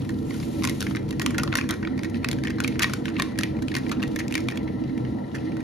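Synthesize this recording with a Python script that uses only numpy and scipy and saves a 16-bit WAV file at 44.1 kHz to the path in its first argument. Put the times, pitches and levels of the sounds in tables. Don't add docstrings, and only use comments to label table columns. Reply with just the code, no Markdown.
import sys
import numpy as np
from scipy import signal
from scipy.fft import rfft, irfft, next_fast_len
from scipy.io import wavfile
from scipy.ndimage import uniform_filter1d, map_coordinates

SR = 44100
rng = np.random.default_rng(int(sys.argv[2]) if len(sys.argv) > 2 else 0)


def level_to_linear(level):
    exponent = np.asarray(level, float) / 20
    return 10 ** exponent


def wrap_up_sound(samples):
    columns = np.atleast_2d(samples).T
    tamed = np.clip(columns, -1, 1)
    steps = np.round(tamed * 32767).astype(np.int16)
    wavfile.write(sys.argv[1], SR, steps)


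N = 248283


def unit(x):
    return x / np.sqrt(np.mean(x ** 2) + 1e-20)


def along(points, hz):
    f, *cols = np.transpose(points)
    return np.squeeze([np.interp(np.log(hz + 1), np.log(f), c) for c in cols])


def curves(rows):
    s, *cols = np.transpose(rows)
    return [np.interp(np.arange(N) / SR, s, c) for c in cols]


def wobble(rate):
    return map_coordinates(rng.standard_normal(int(N * rate / SR) + 4), [np.arange(N) * rate / SR])


def filtered(x, response):
    n = x.shape[-1]
    m = next_fast_len(n + min(n, 8192))
    return irfft(rfft(x, m) * response(np.fft.rfftfreq(m, 1 / SR)), m)[..., :n]


def modes(table):
    def response(f):
        total = 0
        for k, (centre, width, db) in enumerate(table):
            damping = 1j * f * width
            total = total + (-1) ** k * level_to_linear(db) * damping / (centre * centre - f * f + damping)
        return total
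    return response


def colour(spectrum):
    return lambda hz: level_to_linear(along(spectrum, hz))


def noise(response, gain_db):
    strands = filtered(rng.standard_normal((2, N + 8192)), response)[:, -N:]
    return level_to_linear(gain_db) * unit(strands)


def ports(pair, path):
    low_hz, high_hz, delay_s = 5300, 14500, .000165

    def response(hz):
        alike, lead, side_db = along(path, hz)
        turn = np.arccos(np.clip(alike, 0, 1)) / 2
        lead = lead - 2 * np.pi * delay_s * (np.clip(hz, low_hz, high_hz) - low_hz)
        half = level_to_linear(side_db / 2) * np.exp(.5j * lead)
        return np.array([[half, half], [1 / half, -1 / half]]) * [np.cos(turn), np.sin(turn)]
    return filtered(pair, response).sum(axis=1)


# (t/s, rumble level/dB, wall ring level/dB)
KETTLE_HEAT = [(0.0, -28, -6), (.3, -27, -6), (.9, -27.5, -3.5), (1.5, -27.5, -1), (2.1, -27, -0.5),
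               (2.7, -26.5, 1), (3.3, -28, 1.5), (3.9, -27, -5), (4.3, -28.5, -1), (4.72, -29, -1),
               (4.9, -26.5, -1.5), (5.1, -28, -2.5), (5.28, -32, -2.5), (5.45, -26.5, 1.5),
               (5.63, -30.5, -4)]
# (f/Hz, width/Hz, level/dB)
ROOM_WAVES = [(57.3, 15, -10), (96.6, 17.2, -5), (124, 11.2, 0), (134.5, 17, 0.5), (163, 47, -8),
              (201.5, 10.3, 1), (217.5, 22.3, -3), (244.6, 15.8, 0), (264.3, 12.1, -0.5), (316.7, 12.9, 1),
              (341.4, 6.9, -4.5), (363.3, 16.2, -13.5), (419, 7.9, -17), (444.4, 6.6, -13),
              (480.7, 8.2, -12), (559.7, 16.6, -20)]
# (f/Hz, width/Hz, level/dB)
HIGH_WAVES = [(474, 8.8, 1.5), (579, 12, 5.5), (642, 20, -11.5), (800, 10, 0), (869, 74, -4.5),
              (964, 50, -3), (1057, 19, -10), (1187, 36, -13.5)]
# (f/Hz, level/dB per Hz)
SIMMER_COLOUR = [(320, -37), (400, 4), (600, -1), (740, 0), (840, -4.5), (900, -9.5), (960, -4),
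                 (1200, -26.5), (1350, -4), (1550, -43), (4000, -49)]
# (f/Hz, width/Hz, level/dB)
KETTLE_WALL = [(1850, 150, 6), (2050, 130, 3), (2900, 99, -8), (4100, 230, -9.5)]
# (f/Hz, likeness/0-1, left lead/rad, left-right level/dB)
FAR_PATH = [(60, .99, .1, 2.2), (170, .97, .3, 2.5), (215, .95, .55, 0), (260, .9, 1.05, -4.5),
            (350, .8, 1.1, -4.5), (480, .55, 1.05, .3), (610, .65, 2.3, 4.2), (800, .35, 3.8, 5.5),
            (1200, .2, 6, 5), (1900, .65, 5.8, 4.5), (3000, .5, 6.6, 3), (5000, .6, 6.4, 3),
            (8000, .9, 6.3, 0)]


def kettle():
    rumble_db, wall_db = curves(KETTLE_HEAT)
    simmer_db = -49 + 0.6 * np.arange(N) / SR
    surge = wobble(4.61)
    rumble = noise(modes(ROOM_WAVES), rumble_db + .5 * surge + .7 * wobble(14))
    bubbling_db = .8 * surge + 1.8 * wobble(25)
    simmer = noise(colour(SIMMER_COLOUR), simmer_db + 2.0 + bubbling_db)
    hum = noise(modes(HIGH_WAVES), simmer_db - 5.0 + bubbling_db)
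    patches_db = 1.6 * wobble(12) + 2.6 * wobble(60)
    wall = noise(modes(KETTLE_WALL), -54 + wall_db + patches_db)
    return ports(rumble + simmer + hum + wall, FAR_PATH)


# (t/s, rustle level/dB)
FINGER_GRIP = [(0, -43), (0.1, -59), (1.15, -56.5), (1.3, -64), (1.7, -57), (2.2, -55.5), (2.55, -56.5),
               (2.85, -49), (3.3, -54), (3.55, -55.5), (3.85, -52), (4.12, -57), (4.4, -55), (4.65, -56),
               (4.85, -52.5), (5.31, -55), (5.37, -47.5), (5.63, -52)]
# (f/Hz, level/dB per Hz)
SLIDE_COLOUR = [(600, -8), (1300, 1), (2400, 9), (4100, 8), (5700, 1.5), (7500, -10), (9000, 2),
                (12000, -23)]
# (f/Hz, level/dB per Hz)
HISS_COLOUR = [(5000, -22), (7500, -5.5), (9000, -11), (11400, -12.5), (13000, -16), (15000, -13),
               (16400, -32)]


def rustle():
    pour_s, rise_s, end_s, fall_s, trickle = 0.22, 0.086, 0.91, 0.1, 0.47
    smoother_s = 4.7
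    grip_db, = curves(FINGER_GRIP)
    t = np.arange(N) / SR
    opening = trickle * np.minimum((pour_s + rise_s - t) / rise_s, 1)
    shut = np.maximum(opening, (t - end_s) / fall_s)
    flow = level_to_linear(-45.5 - 25.5 * np.clip(shut, 0, 4))
    foil = np.clip(t / (end_s + fall_s), .5, 1) * np.where(t < smoother_s, 1.2, .45)
    clumps_db = foil * (2.4 * wobble(30) + 2 * wobble(140))
    clicks_db = 2.0 * foil * rng.exponential(size=N)
    grains = rng.standard_normal((2, N)) * level_to_linear(clicks_db + clumps_db)
    slide = np.hypot(flow, level_to_linear(grip_db)) * level_to_linear(-3.0) * unit(filtered(grains, colour(SLIDE_COLOUR)))
    hiss_level = np.hypot(flow * level_to_linear(-8), level_to_linear(-74.5))
    return slide + hiss_level * level_to_linear(4.0) * unit(filtered(grains, colour(HISS_COLOUR)))


# (t/s, level/dB, panel f/Hz, crispness/dB)
PITCHED_TICKS = [(0.019, -41, 2900, -5), (0.0492, -40, 1950, -3), (0.143, -46, 4600, -11),
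                 (0.1885, -44, 4800, 6), (0.4, -36, 4670, -5), (1.2274, -34, 1300, 1),
                 (1.42, -46, 1340, -15), (3.193, -26, 2200, -14), (3.2397, -37, 2200, -10),
                 (3.4434, -41, 2190, -14), (3.568, -37, 1980, -15), (3.589, -37.5, 1940, -17),
                 (3.7846, -34, 2400, -1), (3.8836, -41, 4500, -3), (3.9257, -31, 2530, -17),
                 (3.971, -40, 2600, -22), (4.0032, -34, 1430, -26), (4.057, -42, 2600, -15),
                 (4.1896, -26.5, 1540, -4), (4.302, -40, 1900, -20), (4.3912, -37, 1320, -7),
                 (4.4394, -44, 3200, -3), (4.512, -33.5, 2300, -5), (4.6314, -46, 4200, -3),
                 (4.838, -42, 2900, -16), (4.878, -46.5, 3770, -12), (4.895, -45, 2000, -22),
                 (5.186, -42, 1930, -22), (5.316, -44, 2900, -22), (5.384, -39, 2750, -18)]
# (t/s, level/dB, crispness/dB)
FAINT_TICKS = [(0.0925, -31, -6), (0.1044, -40, 0), (0.3078, -30, -23), (0.3234, -41, -14),
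               (0.3419, -36, -4), (0.4285, -36, -6), (0.623, -29, -9), (0.911, -30, -23),
               (0.9677, -24.5, -15), (1.0902, -38.5, -1.5), (1.127, -34.5, -6), (1.5214, -33, -19),
               (1.6398, -34, -23), (1.7392, -31, -6), (1.8287, -27.5, -28), (1.978, -31.5, -12),
               (2.098, -41, 2), (2.1451, -29.5, -23), (2.159, -37.5, -21), (2.2315, -36, -22),
               (2.3863, -32, -12), (2.4993, -35, -6), (2.5122, -36, -14), (2.585, -29, -21),
               (2.6125, -36, -13), (2.725, -37, -17), (2.7564, -29, -32),
               (3.088, -32.5, -6.5), (3.1, -37, -8), (3.156, -35, -28), (3.32, -40, -11), (3.3576, -36, -18),
              (3.3774, -32, -11), (3.403, -33, -12), (3.6229, -31, -3.5), (3.717, -29, -15),
              (3.8652, -31, -23), (3.894, -28.5, -7.5), (3.997, -38, -23), (4.077, -37.5, 1),
              (4.164, -27, -18), (4.214, -32, -19), (4.3101, -33, -7), (4.3706, -32, -15),
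              (4.405, -35, -0.5), (4.5213, -28.5, -21), (4.558, -35.5, -6), (4.978, -34, -9),
              (5.05, -36, -29), (5.52, -36.5, -31), (5.5685, -33, -12.5), (5.605, -35.5, -10)]
# (t/s, level/dB, panel f/Hz, crispness/dB)
QUICK_CREASES = [(0.636, -24.5, 2200, 0), (0.641, -19.5, 2030, -3), (0.6508, -17.5, 2460, -2),
                 (0.674, -18.5, 2370, -2), (0.688, -26, 2030, -8), (0.6961, -20, 2120, -1.5),
                 (0.8062, -22, 1600, -0.5), (0.817, -23, 3500, -22), (0.8258, -21, 1450, -3),
                 (0.95, -24, 1900, -18), (0.9598, -27.5, 1620, -4), (1.1086, -27, 2780, -2),
                 (1.197, -20, 1980, -4.5), (1.216, -21, 1900, -25), (1.219, -23, 1770, -0.5),
                 (1.262, -13.5, 2180, -2.5), (1.4343, -17.5, 1300, -3), (1.4768, -22.5, 1420, -21),
                 (1.527, -17, 1820, -29), (1.539, -21, 1310, -44), (1.5539, -11, 1850, -5.5),
                 (1.5721, -22, 2100, 1), (1.5795, -24, 2110, 1), (1.6117, -21, 2470, -17),
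                 (1.691, -22.5, 2080, -1.5), (1.709, -17.5, 1770, -0.5), (1.8506, -23.5, 2060, -32),
                 (1.8733, -24.5, 1450, -29),
                 (1.992, -29.5, 1900, -11), (2.034, -24.5, 1930, -5.5), (2.2454, -15.5, 1810, -10.5),
                   (2.2874, -18.5, 2040, -3), (2.3139, -21, 2520, -1), (2.3301, -25, 1860, -5.5),
                   (2.437, -25, 2420, -9), (2.472, -22.5, 1900, -13), (2.4814, -26, 2020, -30),
                   (2.504, -27, 1970, -11.5), (2.6032, -16, 1460, -6.5), (2.6456, -15.5, 1910, -15),
                   (2.794, -16, 2000, -5.5), (2.832, -10, 1850, -8), (2.8433, -11, 1880, -17),
                   (2.9357, -18.5, 1460, -3), (3.0557, -21.5, 1850, -11.5), (3.0821, -24, 2050, -19),
                   (3.1664, -25.5, 2300, -27), (3.198, -15, 1900, -10), (3.204, -26, 1890, -25),
                   (3.2217, -15.5, 2050, -3), (3.3885, -16, 1900, -2), (3.4101, -22.5, 1450, -4),
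                   (3.426, -34, 2380, -15), (3.434, -14.5, 2220, -7),
                 (3.683, -25.5, 3000, -12), (3.7417, -24, 2290, -8), (3.752, -18.5, 2130, -7),
                 (4.0214, -30, 2700, -14), (4.028, -22, 2570, -7), (4.0354, -21.5, 1850, -15),
                 (4.1611, -22.5, 1700, -4), (4.2033, -23, 1980, -18), (4.2814, -28, 2480, 2),
                 (4.3246, -21.5, 2370, -9), (4.3534, -13, 2100, -9.5), (4.3785, -21, 2250, -10.5),
                 (4.486, -18, 2280, -8.5), (4.502, -30, 1940, -8), (4.5738, -24.5, 2300, -9.5)]
# (t/s, level/dB, panel f/Hz, crispness/dB, length/ms)
SLOW_FOLDS = [(4.677, -34.5, 2050, -25, 7.8), (0.8678, -22.5, 2010, -18, 2.6),
              (1.3068, -29, 1820, -3.5, 2.8), (1.3456, -26.5, 1710, -16, 5.7), (1.3826, -17, 2120, -3, 3.6),
              (1.3974, -23.5, 2500, -20, 1.7), (1.5859, -18, 1820, -14, 4.6), (1.5947, -36, 2170, -6, 8.2),
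              (1.6986, -23.5, 1430, -24, 7.2), (1.7245, -29, 1600, -22, 8.9),
              (2.0467, -28.5, 1930, -11, 5.7), (2.4492, -26, 1930, -15, 4.6), (2.6389, -25, 4270, -5, 4),
              (2.6775, -20.5, 2080, -3.5, 2.6), (2.8043, -22.5, 1390, -45, 8),
              (2.8222, -14.5, 2550, -3.5, 8.4), (2.8971, -28, 1350, -9, 4.4), (3.1855, -34, 1150, -7, 3),
              (3.7662, -19, 2020, -6.5, 5.6), (3.78, -48, 2030, -4, 4.1), (3.9162, -20.5, 1370, -9, 4.5),
              (4.194, -25.5, 2120, -4, 5.9), (4.3417, -22.5, 3080, -6, 1.7),
              (5.3502, -28.5, 1840, -12.5, 13)]
# (t/s, thud level/dB)
TUBE_OPENING = [(0.64, 1), (0.69, -11), (0.87, -18), (0.95, -9), (1.39, 2.5), (1.6, -3.5), (2.75, -28),
                (2.9, -6), (3.4, -13.5), (4.0, -6), (4.3, -32), (4.6, -18)]


def creases():
    quick_ms, tick_ms, tick_hz, tick_spread = 1.44, 2.5, 1900, 0.095
    ticks = FAINT_TICKS
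    pitch = tick_hz * np.exp(tick_spread * rng.standard_normal(len(ticks)))
    rows = [*SLOW_FOLDS]
    rows += [(*row, quick_ms) for row in QUICK_CREASES]
    rows += [(*row, tick_ms) for row in PITCHED_TICKS]
    rows += [(s, db, hz, crisp_db, tick_ms) for (s, db, crisp_db), hz in zip(ticks, pitch)]
    return [(*row, np.interp(row[0], *np.transpose(TUBE_OPENING))) for row in rows]


# (f/Hz, t60/s)
KITCHEN_DECAY = [(500, 0.45), (2000, 0.3), (6000, 0.35), (14000, 0.4)]
# (f/Hz, t60/s, level/dB)
BOWL_HUM = [(1894, 0.11, -45.5), (2750, 0.093, -51)]


def kitchen_answer(count):
    f, frames, z = signal.stft(rng.standard_normal((count, 2, SR // 5)), SR, nperseg=256)
    decay = level_to_linear(-60 * frames / along(KITCHEN_DECAY, f)[:, None])
    dullness = np.hypot(1, f / 6200)[:, None]
    tail = signal.istft(z * decay / dullness, SR, nperseg=256)[1]
    late = np.arange(tail.shape[-1]) / SR
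    tail *= (1 - np.exp(-late / 0.003)) / np.linalg.norm(tail, axis=-1, keepdims=True)
    tail *= level_to_linear(-12.5)
    bounce_ms = rng.uniform(.6, 3.5, (count, 2)).T
    for bounce in np.round(bounce_ms * SR / 1000).astype(int):
        tail[np.arange(count), :, bounce] += level_to_linear(-11.5)
    for hz, t60, db in BOWL_HUM:
        tail += level_to_linear(db - 60 * late / t60) * np.sin(2 * np.pi * hz * late)
    return tail


def peak(x):
    return x / np.sqrt(uniform_filter1d(x ** 2, size=60).max(axis=-1, keepdims=True) / 1.12)


def soft(f):
    return 1 / (1 + 1j * f / 4500) ** 2


# (f/Hz, width/Hz, level/dB)
SACHET_WALL = [(1370, 560, -7.5), (1930, 280, -11), (2370, 280, 5.5), (3350, 1830, -2), (3940, 1120, 4)]
# (f/Hz, width/Hz, level/dB)
TUBE_AIR = [(674, 410, -6), (978, 202, 3.5), (1060, 210, 3.5), (1420, 75, 2)]
# (f/Hz, level/dB per Hz)
CRISP_COLOUR = [(1500, -11.5), (3500, -1.5), (5000, -3), (6800, -2.5), (8500, -5), (10000, -6.5),
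                (12700, -13), (15300, -13.5), (16600, -26)]


def snaps():
    columns = np.transpose(creases())[:, :, None, None]
    s, level_db, hz, crisp_db, ms, thud_db = columns
    count = len(s)
    t = np.arange(1280) / SR
    draw = rng.standard_normal((count, 2, len(t), 3))
    u = (1000 * t - 8) / ms
    lead_in = 1.12 * np.exp(u * 4.24) + 0.038 * np.exp(u * ms / 1.9)
    release = np.exp(-(np.abs(u) / 1.11) ** 0.85)
    shape = np.where(u < 0, lead_in, release)
    roughness = draw[:, :1, :, 1]
    cracks = shape * draw[..., 0] * level_to_linear(3.7 * roughness)

    scatter = rng.standard_normal((len(SACHET_WALL), 2, count, 1, 1))
    wall = []
    for (centre, width, db), (a, b) in zip(SACHET_WALL, scatter):
        wall.append((centre * (1 + 0.17 * a), width, db + 5.5 * b))
    panel_ring = peak(filtered(cracks, modes([(hz, .2 * hz, 0)])))
    wall_ring = peak(filtered(cracks, modes(wall)))
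    body = peak(filtered(level_to_linear(6.0) * panel_ring + wall_ring, soft))
    thud = peak(filtered(cracks, lambda f: modes(TUBE_AIR)(f) * soft(f) * f / (f + hz)))
    edge = shape ** 1.03 * draw[..., 2] * level_to_linear(7.3 * roughness)
    crisp = peak(filtered(edge, colour(CRISP_COLOUR)))
    share = np.minimum(level_to_linear(crisp_db), .95)
    mix = np.sqrt(1 - share ** 2) * body + level_to_linear(thud_db - 7.5) * thud + share * crisp
    direct = level_to_linear(level_db - 3.5) * mix

    heard = signal.fftconvolve(direct, kitchen_answer(count), axes=-1)
    heard[..., :len(t)] += direct
    out = np.zeros((2, N + SR))
    starts = np.round((s.ravel() - .008) * SR).astype(int)
    for start, sound in zip(starts, heard):
        out[:, start:start + sound.shape[-1]] += sound
    return out[:, :N]


# (f/Hz, likeness/0-1, left lead/rad, left-right level/dB)
NEAR_PATH = [(780, 0.87, -1.4, -1), (1260, 1, -0.28, 1.5), (1620, 0.86, -1.34, -1.5), (2200, 1, -0.63, 1.5),
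             (2700, 0.43, 0.91, 0.5), (4400, 0.88, -0.26, 4), (4400, 0.33, 1, 2), (7610, 0.89, 0.025, 1),
             (8640, 0.91, -0.39, 0.5), (16200, 0.9, 0.51, -0.5)]


def scene():
    return kettle() + ports(snaps() + rustle(), NEAR_PATH)


# (level/dB), sum then difference
WEAK_GAP = [
    [[-4]],
    [[-1.5]],
]


def thinned(x):
    thin_hz, top_hz, band, jump_db = 6500, 15850, 8, 6.0
    hz, _, z = signal.stft(np.array([x[0] + x[1], x[0] - x[1]]) / 2, SR, nperseg=1024)
    hz = hz[:-1]
    power = np.abs(z[:, :-1]) ** 2
    bands = power.reshape(2, -1, band, z.shape[-1]).sum(axis=2)
    bands = uniform_filter1d(bands, size=3, axis=1)
    bands = uniform_filter1d(bands, size=3, axis=2)
    weaker = bands < level_to_linear(WEAK_GAP) ** 2 * bands[::-1]
    weak = np.repeat(weaker, band, axis=1) & (hz[:, None] > thin_hz)
    treble = power[:, hz > thin_hz].sum(axis=(0, 1))
    steady = treble < level_to_linear(2 * jump_db) * np.roll(treble, 2)
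    z[:, :-1] *= ~((weak | (hz[:, None] > top_hz)) & steady)
    mid, side = signal.istft(z, SR, nperseg=1024)[1][:, :N]
    return np.array([mid + side, mid - side])


def roll_off(x):
    return signal.sosfilt(signal.butter(12, 16520, fs=SR, output="sos"), x)


def record(dry):
    limited = filtered(dry, lambda hz: (hz < 16600) * (1j * hz / (35 + 1j * hz)) ** 2)
    return roll_off(thinned(limited))


dry = scene()
out = record(dry)
wrap_up_sound(out)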